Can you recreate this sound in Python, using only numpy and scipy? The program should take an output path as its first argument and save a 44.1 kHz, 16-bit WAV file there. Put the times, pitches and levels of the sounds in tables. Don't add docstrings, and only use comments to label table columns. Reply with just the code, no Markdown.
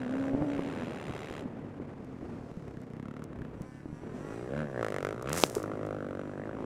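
import sys
import numpy as np
from scipy import signal
from scipy.fft import rfft, irfft
from scipy.io import wavfile

SR = 44100
rng = np.random.default_rng(int(sys.argv[2]) if len(sys.argv) > 2 else 0)


def inscribe(sig):
    pcm = np.round(np.clip(np.atleast_2d(sig).T, -1, 1) * 32767)
    wavfile.write(sys.argv[1], SR, pcm.astype(np.int16))


N = 293265
TIME = np.arange(N) / SR


def amp(db):
    return 10 ** (np.asarray(db) / 20)


def unit(x):
    return x / np.sqrt(np.mean(x ** 2) + 1e-20)


def curves(rows):
    s, *columns = np.transpose(rows)
    return [np.interp(TIME, s, column) for column in columns]


def held(events, rest, fall_s):
    level = np.full(N, float(rest))
    for start, end, rise_s, value in events:
        rise = (TIME - start) / rise_s
        fall = 1 - (TIME - end) / fall_s
        gate = np.clip(np.minimum(rise, fall), 0, 1)
        level = level + gate * (value - level)
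    return level


def drift(hz):
    rolloff = 1 + (np.fft.rfftfreq(N, 1 / SR) / hz) ** 4
    return unit(irfft(rfft(rng.standard_normal(N)) / rolloff, N))


def response(points, size=4096):
    hz, db = np.transpose(points)
    log_hz = np.log(abs(np.fft.fftfreq(size, 1 / SR)) + 1)
    log_gain = np.log(amp(np.interp(log_hz, np.log(hz), db)))
    spectrum = np.exp(np.conj(signal.hilbert(log_gain)))
    h = np.fft.ifft(spectrum).real[:size // 2]
    return h / np.linalg.norm(h)


def colour(x, points):
    return signal.oaconvolve(x, response(points))[:N]


def resonate(x, hz, width):
    b, a = signal.iirpeak(min(hz, SR * .45), hz / width, SR)
    once = signal.lfilter(b, a, signal.unit_impulse(4096))
    ring = signal.lfilter(b, a, once)
    return signal.oaconvolve(x, ring / np.linalg.norm(ring))[:N]


def sweep(x, hz, width):
    turn = np.exp(2j * np.pi * np.cumsum(hz) / SR)
    r = np.exp(-np.pi * width / SR)
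    ring = turn * signal.lfilter([1], [1, -2 * r, r * r], x * turn.conj() + 1e-18)
    return ring.real * (1 - r * r) * np.sqrt(2 * (1 - r * r) / (1 + r * r))


def reflect(x, delay_s, share):
    return (x + share * np.interp(TIME - delay_s, TIME, x)) / np.hypot(1, share)


def pulses(turns):
    clicks = np.diff(np.floor(turns), prepend=np.floor(turns[0]))
    return clicks / np.sqrt(abs(np.gradient(turns)) + 1e-9)


def add(mix, s, sound):
    part = mix[round(s * SR):][:len(sound)]
    part += sound[:len(part)]


# start_s [s], end_s [s], rush_db [dB], deep_buffeting_db [dB]
GUST_EVENTS = [(0.325, 0.445, 2.5, -2), (1.052, 1.086, 6, 5), (2.206, 2.405, 3.5, 3), (3.344, 3.625, 1, 8),
               (3.633, 4, -6.5, -5), (4.003, 4.178, 2.5, 0)]


def gusts(column, edge_s=0.036):
    return held([(start, end, edge_s, lifts[column]) for start, end, *lifts in GUST_EVENTS], 0, edge_s)


# time_s [s], level_db [dB]
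WIND_LEVEL = [(0, -40.5), (.7, -39.5), (1.3, -42), (2.0, -45.5), (3.0, -48), (4.1, -46.5), (4.55, -47),
              (5.2, -46), (5.6, -43.5), (5.9, -45), (6.25, -48), (6.65, -42.5)]
# frequency_hz [Hz], relative_db [dB per Hz]
WIND_SPECTRUM = [(20, -26.5), (60, -21), (111, -5), (170, -4.5), (250, -1), (360, -6), (450, -6.5),
                 (620, -13), (1020, -20), (2200, -30), (4000, -45), (7700, -51.5), (12000, -60),
                 (15000, -90)]


def wind(lump_hz=44, split_hz=800, low_lump_db=1.9, air_lump_db=1.97):
    level_db = curves(WIND_LEVEL)[0] + gusts(0)
    noise = colour(rng.standard_normal(N), WIND_SPECTRUM)
    low = signal.sosfiltfilt(signal.butter(2, split_hz, fs=SR, output="sos"), noise)
    eddies = np.clip(drift(lump_hz), -2, 2)
    lumpy = low * amp(low_lump_db * eddies) + (noise - low) * amp(air_lump_db * eddies)
    return amp(level_db) * unit(lumpy)


# frequency_hz [Hz], relative_db [dB per Hz]
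BUFFET_SPECTRUM = [(15, -6), (35, -8.5), (70, 5.5), (130, -4.5), (300, -19), (1000, -56.5)]


def buffet(level_db=-59):
    return amp(level_db + gusts(1)) * colour(rng.standard_normal(N), BUFFET_SPECTRUM)


def air(peak_s=2.46, peak_db=-74.5, width_s=0.43, fall_db=7):
    level_db = peak_db - fall_db * ((TIME - peak_s) / width_s) ** 2
    return amp(level_db) * resonate(rng.standard_normal(N), 4800, 5200)


def scatter(x, decay_s=0.01, passing_hz=7, count=3):
    t = TIME[:2048]
    paths = rng.standard_normal((count, len(t))) * np.exp(-t / decay_s)
    shares = np.array([drift(passing_hz) for _ in paths])
    shares = shares / np.linalg.norm(shares, axis=0)
    return unit(sum(share * signal.oaconvolve(x, path)[:N] for share, path in zip(shares, paths)))


# time_s [s], crank_hz [Hz]
RIVAL_BEHIND = [(0, 131), (.07, 122), (.12, 130), (.21, 135.5), (.33, 135.5), (.38, 141), (.435, 153),
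                (.48, 141), (.53, 143.5), (.6, 136.5), (.68, 140), (.78, 129), (.9, 105)]
# time_s [s], crank_hz [Hz], buzz_db [dB]
RIVAL_AHEAD = [(3.35, 119.2, -102), (3.56, 119.3, -64), (3.63, 127.4, -60), (3.72, 127.5, -59),
               (3.8, 125.8, -60), (3.85, 123, -62.5), (3.96, 117.7, -59.5), (4.06, 126, -60),
               (4.125, 130.4, -59), (4.164, 128.9, -54.5), (4.23, 137.2, -55.5), (4.33, 140.6, -53),
               (4.384, 134.6, -54.5), (4.52, 136.9, -56.5), (4.62, 134, -54), (4.9, 121.4, -62)]
# time_s [s], level_db [dB]
RIVAL_DRONE_LEVEL = [(0, -38), (.14, -34.5), (.37, -31.5), (.5, -34.5), (.68, -40.5), (.78, -40),
                     (.92, -53), (1.1, -100)]
# harmonic [multiple of half the crank rate], relative_db [dB]
DRONE_HARMONICS = [(2, -15), (4, 6), (7, -13), (8, -7), (9, -10.5), (10, -17), (12, -22)]
# frequency_hz [Hz], relative_db [dB per Hz]
BUZZ_SPECTRUM = [(120, 1), (250, -2), (520, 0), (770, 1), (1030, 3), (1300, -1), (1550, 0), (1800, -1),
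                 (2100, -7), (2600, -9), (3500, -18), (5400, -19), (5800, -12), (6300, -20), (8000, -17),
                 (11000, -28), (15000, -40)]


def rival(flutter_db=2.0, drone_flutter_db=0.5):
    hz, = curves(RIVAL_BEHIND + [row[:2] for row in RIVAL_AHEAD])
    drone_db, = curves(RIVAL_DRONE_LEVEL)
    buzz_db = np.maximum(curves(RIVAL_AHEAD)[1], drone_db - 27)
    turns = np.cumsum(hz * (1 + .002 * drift(25))) / SR
    drone = sum(amp(db) * np.sin(np.pi * round(k) * turns) for k, db in DRONE_HARMONICS)
    gas = unit((0.64 + np.exp(-(turns % 1) / 0.9)) * rng.standard_normal(N))
    strokes = pulses(2 * turns) * (1 + .4 * np.cos(2 * np.pi * turns))
    tonal_hz = 2900
    tonal = signal.sosfilt(signal.butter(2, tonal_hz, fs=SR, output="sos"), strokes)
    hiss = signal.sosfilt(signal.butter(2, tonal_hz, "high", fs=SR, output="sos"), gas)
    direct = unit(colour(tonal + .33 * gas + .7 * hiss, BUZZ_SPECTRUM))
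    buzz = unit(direct + .6 * scatter(direct))
    flutter = drift(4.4)
    return unit(drone) * amp(drone_db + drone_flutter_db * flutter) + buzz * amp(buzz_db + flutter_db * flutter)


# start_s [s], peak_db [dB], pitch_hz [Hz], ring_s [s to fall 60 dB]
BUMP_EVENTS = [(.334, -24, 517, 0.0061), (.341, -20, 240, .014), (.349, -17.5, 290, 0.01),
               (.413, -24.5, 165, 0.072), (.423, -19, 524, 0.0052), (.571, -28, 420, 0.0066),
               (.593, -20, 367, 0.012), (1.104, -28, 216, 0.022), (1.309, -26.5, 334, 0.0091),
               (1.457, -27, 213, 0.025), (1.80, -27.5, 332, 0.014), (2.227, -30, 272, 0.059),
               (2.516, -34, 240, 0.022), (2.572, -28, 163, 0.049), (3.411, -30, 141.5, 0.033),
               (3.609, -26.5, 169, 0.034), (3.857, -27.5, 302, 0.014), (3.901, -32.5, 259.4, 0.022),
               (3.928, -28.5, 173, 0.028), (4.035, -34, 300, 0.017), (5.567, -17.5, 401, 0.034)]


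def bumps(rise_s=0.00063, overtone=2.17, overtone_db=-13):
    out, t = np.zeros(N), np.arange(SR // 8) / SR
    for s, db, hz, ring_s in BUMP_EVENTS:
        decay = amp(-60 * t / ring_s)
        fundamental = decay * np.sin(2 * np.pi * hz * t)
        upper = amp(overtone_db) * decay ** 2 * np.sin(2 * np.pi * hz * overtone * t)
        knock = (fundamental + upper) * (1 - np.exp(-t / rise_s))
        add(out, s, amp(db) * knock / abs(knock).max())
    return out


# start_s [s], end_s [s], level_db [dB]
SAND_SHOWERS = [(4.718, 6.1, -80), (5.279, 5.425, -37), (5.48, 5.563, -49.5)]
# start_s [s], peak_db [dB]
LARGE_GRAINS = [(2.047, -46.5), (2.817, -44), (3.241, -33), (3.62, -35.5), (5.225, -29), (5.295, -24.5),
                (5.331, -10.5), (5.377, -18), (5.403, -25), (5.499, -22), (5.552, -17), (5.63, -28),
                (5.866, -39)]
# frequency_hz [Hz], relative_db [dB per Hz]
GRAIN_SPECTRUM = [(100, -11), (500, 6), (1500, 2.5), (3000, -3.5), (4200, -2.5), (6000, 4), (9000, 1.5),
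                  (14000, -7.5), (16000, -12)]
# frequency_hz [Hz], relative_db [dB per Hz]
CLOD_SPECTRUM = [(40, -32), (150, -8), (350, 1), (700, -2.5), (1300, -8), (1900, -26), (2400, -10.5),
                 (3600, -11), (6000, -18), (9000, -31), (15000, -34)]
CLOD_S, CLOD_PEAK_DB = 5.4373, 0.5


def sand(grains_per_s=2600, spread_db=4.5):
    spray_db = held([(start, end, 0.081, db) for start, end, db in SAND_SHOWERS], -110, 0.17)
    sizes = amp(spread_db * np.minimum(rng.exponential(1, N), 3.5)) * rng.choice([-1, 1], N)
    hits = sizes * (rng.random(N) < grains_per_s / SR)
    out = colour(unit(hits) * amp(spray_db), GRAIN_SPECTRUM)
    tick, smack = response(GRAIN_SPECTRUM), response(CLOD_SPECTRUM)
    for s, db in LARGE_GRAINS:
        add(out, s, amp(db) * tick / abs(tick).max())
    add(out, CLOD_S, amp(CLOD_PEAK_DB) * smack / abs(smack).max())
    return out


# start_s [s], end_s [s], rise_s [s], exhaust_beat_db, airbox_boom_db, silencer_ring_db,
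# intake_bark_db, crack_db, gas_rasp_db, treble_lift_db [all dB]
LOAD_STRETCHES = [(-.1, 0.29, .05, -47.5, -57, -62, -55, -72, -54, 10),
                  (0.425, 1.05, 0.076, -50, -50.5, -57, -73, -62, -52, -3),
                  (.95, 1.405, .12, -50, -56, -61, -65, -58.5, -50.5, 13),
                  (2.45, 2.98, 0.073, -59, -46.5, -58, -70, -64, -69.5, 9),
                  (2.917, 3.227, 0.11, -51.5, -44.5, -46.5, -58, -51.5, -60.5, -0.5),
                  (3.3, 3.443, 0.037, -56, -47, -48, -64, -57.5, -66, -1),
                  (3.952, 5.561, 0.39, -45, -45, -77, -66, -54, -64.5, 3),
                  (4.484, 4.61, 0.094, -48, -36.5, -59, -55, -41.5, -52.5, -20),
                  (4.719, 4.853, 0.071, -32, -42, -61, -47, -42.5, -59, -19),
                  (4.751, 5.101, 0.094, -35.5, -46.5, -63, -62, -40.5, -50.5, 7),
                  (5.094, 5.237, .07, -45.5, -47, -62, -50, -55, -58.5, 7),
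                  (5.242, 5.386, 0.033, -41, -38.5, -74, -59, -40, -46, -5),
                  (5.52, 5.796, 0.06, -40.5, -48, -44.5, -52, -48, -62.5, -4),
                  (5.78, 5.96, 0.056, -37.5, -43, -47, -54.5, -47, -58.5, -2),
                  (5.931, 6.208, 0.071, -41.5, -47.5, -42.5, -54, -48, -59.5, -4),
                  (6.19, 6.292, .04, -45, -49, -42.5, -57.5, -59, -62.5, -9),
                  (6.281, 6.529, 0.059, -42.5, -48, -48.5, -55, -56.5, -63.5, -13),
                  (6.509, 6.701, 0.067, -46.5, -43.5, -43, -50, -62, -61, -9)]
REST_LEVELS = [-61, -49, -53, -77, -65, -72, -21]
SPEED_SLOPES = [5.5, 1, 3, 4, 2.5, 3, -2]
REFERENCE_RATE, RELEASE_S = 60, 0.053


def engine_levels(rate):
    octaves = np.log2(rate / REFERENCE_RATE)
    levels_db = []
    for k, (rest, slope) in enumerate(zip(REST_LEVELS, SPEED_SLOPES)):
        stretches = [(start, end, rise, levels[k]) for start, end, rise, *levels in LOAD_STRETCHES]
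        levels_db.append(held(stretches, rest, RELEASE_S) + slope * octaves)
    return levels_db


# time_s [s], silencer_hz [Hz], mean_intake_hz [Hz]
RESONANCE_TUNING = [(0, 258, 1620), (2.6, 235, 1440), (3.0, 220, 1390), (3.45, 240, 1370), (4.3, 260, 1650),
                    (4.6, 222.1, 1499), (4.85, 262.2, 1650), (5.18, 268, 1213), (5.35, 280, 1600),
                    (5.62, 290.3, 1270), (5.76, 265, 1273), (5.9, 267, 1420), (6.2, 258, 1420),
                    (6.3, 258.5, 1493), (6.4, 250, 1680), (6.52, 261.6, 1620), (6.59, 278, 1020),
                    (6.65, 285, 973)]


def silencer(cycles, rate, burn, pipe_db, width_hz=94, lag_s=.0017):
    pipe_hz = curves(RESONANCE_TUNING)[0]
    return sweep(pulses(cycles - lag_s * rate) * burn * amp(pipe_db), pipe_hz, width_hz)


def intake(blast, bark_db, wander=.07, width_hz=490):
    bark_hz = curves(RESONANCE_TUNING)[1] * (1 + wander * drift(19))
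    return -sweep(blast * amp(bark_db), bark_hz, width_hz)


# time_s [s], pitch_hz [Hz], level_db [dB]
HEADER_HOWL = [(3.9, 390, -100), (4.1, 391, -58), (4.3, 392, -49), (4.48, 420.5, -47), (4.54, 531.6, -39),
               (4.61, 562, -42), (4.7, 489, -60), (4.83, 495.5, -46), (4.95, 480, -49), (5.06, 450, -45),
               (5.18, 410, -51), (5.3, 499, -45), (5.48, 450, -56), (5.72, 500, -52), (5.95, 510, -48),
               (6.2, 519, -51), (6.26, 480, -64), (6.65, 520, -61)]


def header(cycles, rate, burn, hard_db, width_hz=170, lag_s=0.00029):
    howl_hz, howl_db = curves(HEADER_HOWL)
    return sweep(pulses(cycles - lag_s * rate) * burn * amp(howl_db + hard_db / 2), howl_hz, width_hz)


def song(cycles, peak_s=4.6, peak_db=-37, width_s=0.069, fall_db=8):
    third = np.sin(6 * np.pi * cycles)
    return third * amp(peak_db - fall_db * ((TIME - peak_s) / width_s) ** 2)


def shade(x, treble_db, corner_hz=2600):
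    dull = signal.sosfiltfilt(signal.butter(2, corner_hz, fs=SR, output="sos"), x)
    return dull + amp(treble_db) * (x - dull)


# frequency_hz [Hz], relative_db [dB per Hz]
BEAT_SPECTRUM = [(30, -25.5), (55, -21), (105, -1), (200, -1.5), (300, -2.5), (530, 1.5), (650, 0),
                 (850, -8.5), (1200, -9.5), (1700, -17), (2500, -31), (4500, -74), (10000, -73),
                 (15000, -69)]
# frequency_hz [Hz], relative_db [dB per Hz]
CRACK_SPECTRUM = [(100, -32.5), (500, 0.5), (900, 6), (1300, 11), (1650, 9.5), (2300, -4), (3300, -24),
                  (4200, -27), (5100, -23), (9000, -28.5), (13000, -34), (15500, -51)]


def exhaust(pushes, blast, beat_db, crack_db, treble_db):
    beat = colour(pushes * amp(beat_db), BEAT_SPECTRUM)
    crack = colour(blast * amp(crack_db), CRACK_SPECTRUM)
    bounce_s = .000966 * (1 + .13 * drift(4))
    crack = reflect(crack, delay_s=bounce_s, share=.35)
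    return reflect(shade(beat + crack, treble_db), delay_s=0.00525, share=.15)


def puffs(cycles, rate, lag_s, puff_s=.001, leak=.022):
    age = ((cycles - lag_s * rate) % 1) / rate / puff_s
    return unit((leak + np.sqrt(age) * np.exp(-age / 1.44)) * rng.standard_normal(N))


# frequency_hz [Hz], relative_db [dB per Hz]
SNAP_SPECTRUM = [(300, -39), (900, -5), (1600, 7.5), (2800, -0.5), (3800, -9), (5000, -20), (9000, -35),
                 (15000, -45)]
# frequency_hz [Hz], relative_db [dB per Hz]
RASP_SPECTRUM = [(200, -12.5), (700, 3.5), (1200, 3), (2100, -1), (3200, -17.5), (4500, -28.5), (6400, -29),
                 (10600, -43), (15000, -52)]
# frequency_hz [Hz], width_hz [Hz], relative_db [dB]
SIZZLE_MODES = [(2680, 650, -13), (3245, 780, -16.5), (3740, 440, -21), (5030, 220, -26), (5920, 310, -25),
                (7160, 1000, -20.5), (8870, 1100, -23), (12100, 780, -33)]


def escaping_gas(cycles, rate, firing, gas_db):
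    snap = colour(firing * amp(gas_db - 1.5), SNAP_SPECTRUM)
    rasp = colour(puffs(cycles, rate, lag_s=-.0003) * amp(gas_db - 2), RASP_SPECTRUM)
    gas = puffs(cycles, rate, lag_s=0.0008) * amp(gas_db)
    sizzle = sum(amp(db) * resonate(gas, hz, width) for hz, width, db in SIZZLE_MODES)
    return snap + rasp + sizzle


# time_s [s], firing_rate [firings per second]
FIRING_RATE = [(0.0, 63.06), (0.286, 72.64), (0.468, 56.28), (0.644, 75.87), (0.8, 84.64), (1.041, 71.74),
               (1.328, 75.67), (1.627, 50.45), (2.649, 35.27), (2.888, 29.08), (3.071, 36.0),
               (3.273, 37.04), (3.439, 32.1), (4.031, 37.98), (4.479, 63.86), (4.605, 77.69), (4.82, 56.15),
               (5.017, 45.26), (5.287, 69.03), (5.378, 89.41), (5.484, 64.53), (5.586, 51.52),
               (5.752, 52.58), (5.985, 51.23), (6.091, 47.15), (6.19, 47.2), (6.25, 50.1), (6.39, 48.3),
               (6.44, 53), (6.65, 54)]
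# time_s [s], extra_db [dB]
UNEVEN_FIRINGS = [(2.514, 6), (2.681, 4), (3.056, 1), (3.167, 3), (3.331, 5), (3.389, 2.5), (3.419, 6.5),
                  (3.45, 5), (4.829, 5), (4.847, 3), (4.884, 0.5), (4.965, 1.5), (5.006, -3.5), (5.049, 5),
                  (5.128, 6.5), (5.64, 6), (5.717, 6), (5.755, 2.5), (5.832, 2.5), (5.909, 3), (6.067, 0.5),
                  (6.152, 2), (6.193, 4), (6.215, 4.5), (6.357, -6), (6.378, 4.5), (6.494, 3.5)]
# frequency_hz [Hz], relative_db [dB per Hz]
BOOM_SPECTRUM = [(30, -23), (75, -9.5), (150, 3), (230, -3.5), (330, -10), (600, -53), (2000, -111)]


def engine():
    rate, = curves(FIRING_RATE)
    beat_db, boom_db, pipe_db, bark_db, crack_db, rasp_db, treble_db = engine_levels(rate)
    cycles = np.cumsum(rate) / SR - .05 + .003 * drift(25)
    age_s = (cycles % 1) / rate
    burn = amp(.9 * (50 / rate) ** 2 * np.clip(drift(37), -2, 2))
    hard_db = held([(s - .004, s + .006, .002, db) for s, db in UNEVEN_FIRINGS], 0, .002)
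    firing = pulses(cycles) * burn
    puff = unit(np.exp(-age_s / .0015) * rng.standard_normal(N)) * burn
    pushes = (firing + .05 * puff) * amp(hard_db / 2)
    blast = (firing + .3 * puff) * amp(hard_db)
    boom = colour(firing * amp(boom_db), BOOM_SPECTRUM)
    ring = silencer(cycles, rate, burn, pipe_db)
    howl = header(cycles, rate, burn, hard_db)
    bark = intake(blast, bark_db)
    pop = exhaust(pushes, blast, beat_db, crack_db, treble_db)
    gas = escaping_gas(cycles, rate, firing, rasp_db + hard_db)
    return boom + ring + howl + song(cycles) + bark + pop + gas


def scene():
    return (wind() + buffet() + air() + rival() + bumps() + sand() + engine())[None]


def record(dry, edge_hz=15800, fade_s=.004):
    ends = np.minimum(np.minimum(TIME, TIME[-1] - TIME) / fade_s, 1)
    low_pass = signal.firwin(255, edge_hz, window=("kaiser", 9), fs=SR)
    return signal.oaconvolve(dry * ends, low_pass[None], "same")


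dry = scene()
out = record(dry)
inscribe(out)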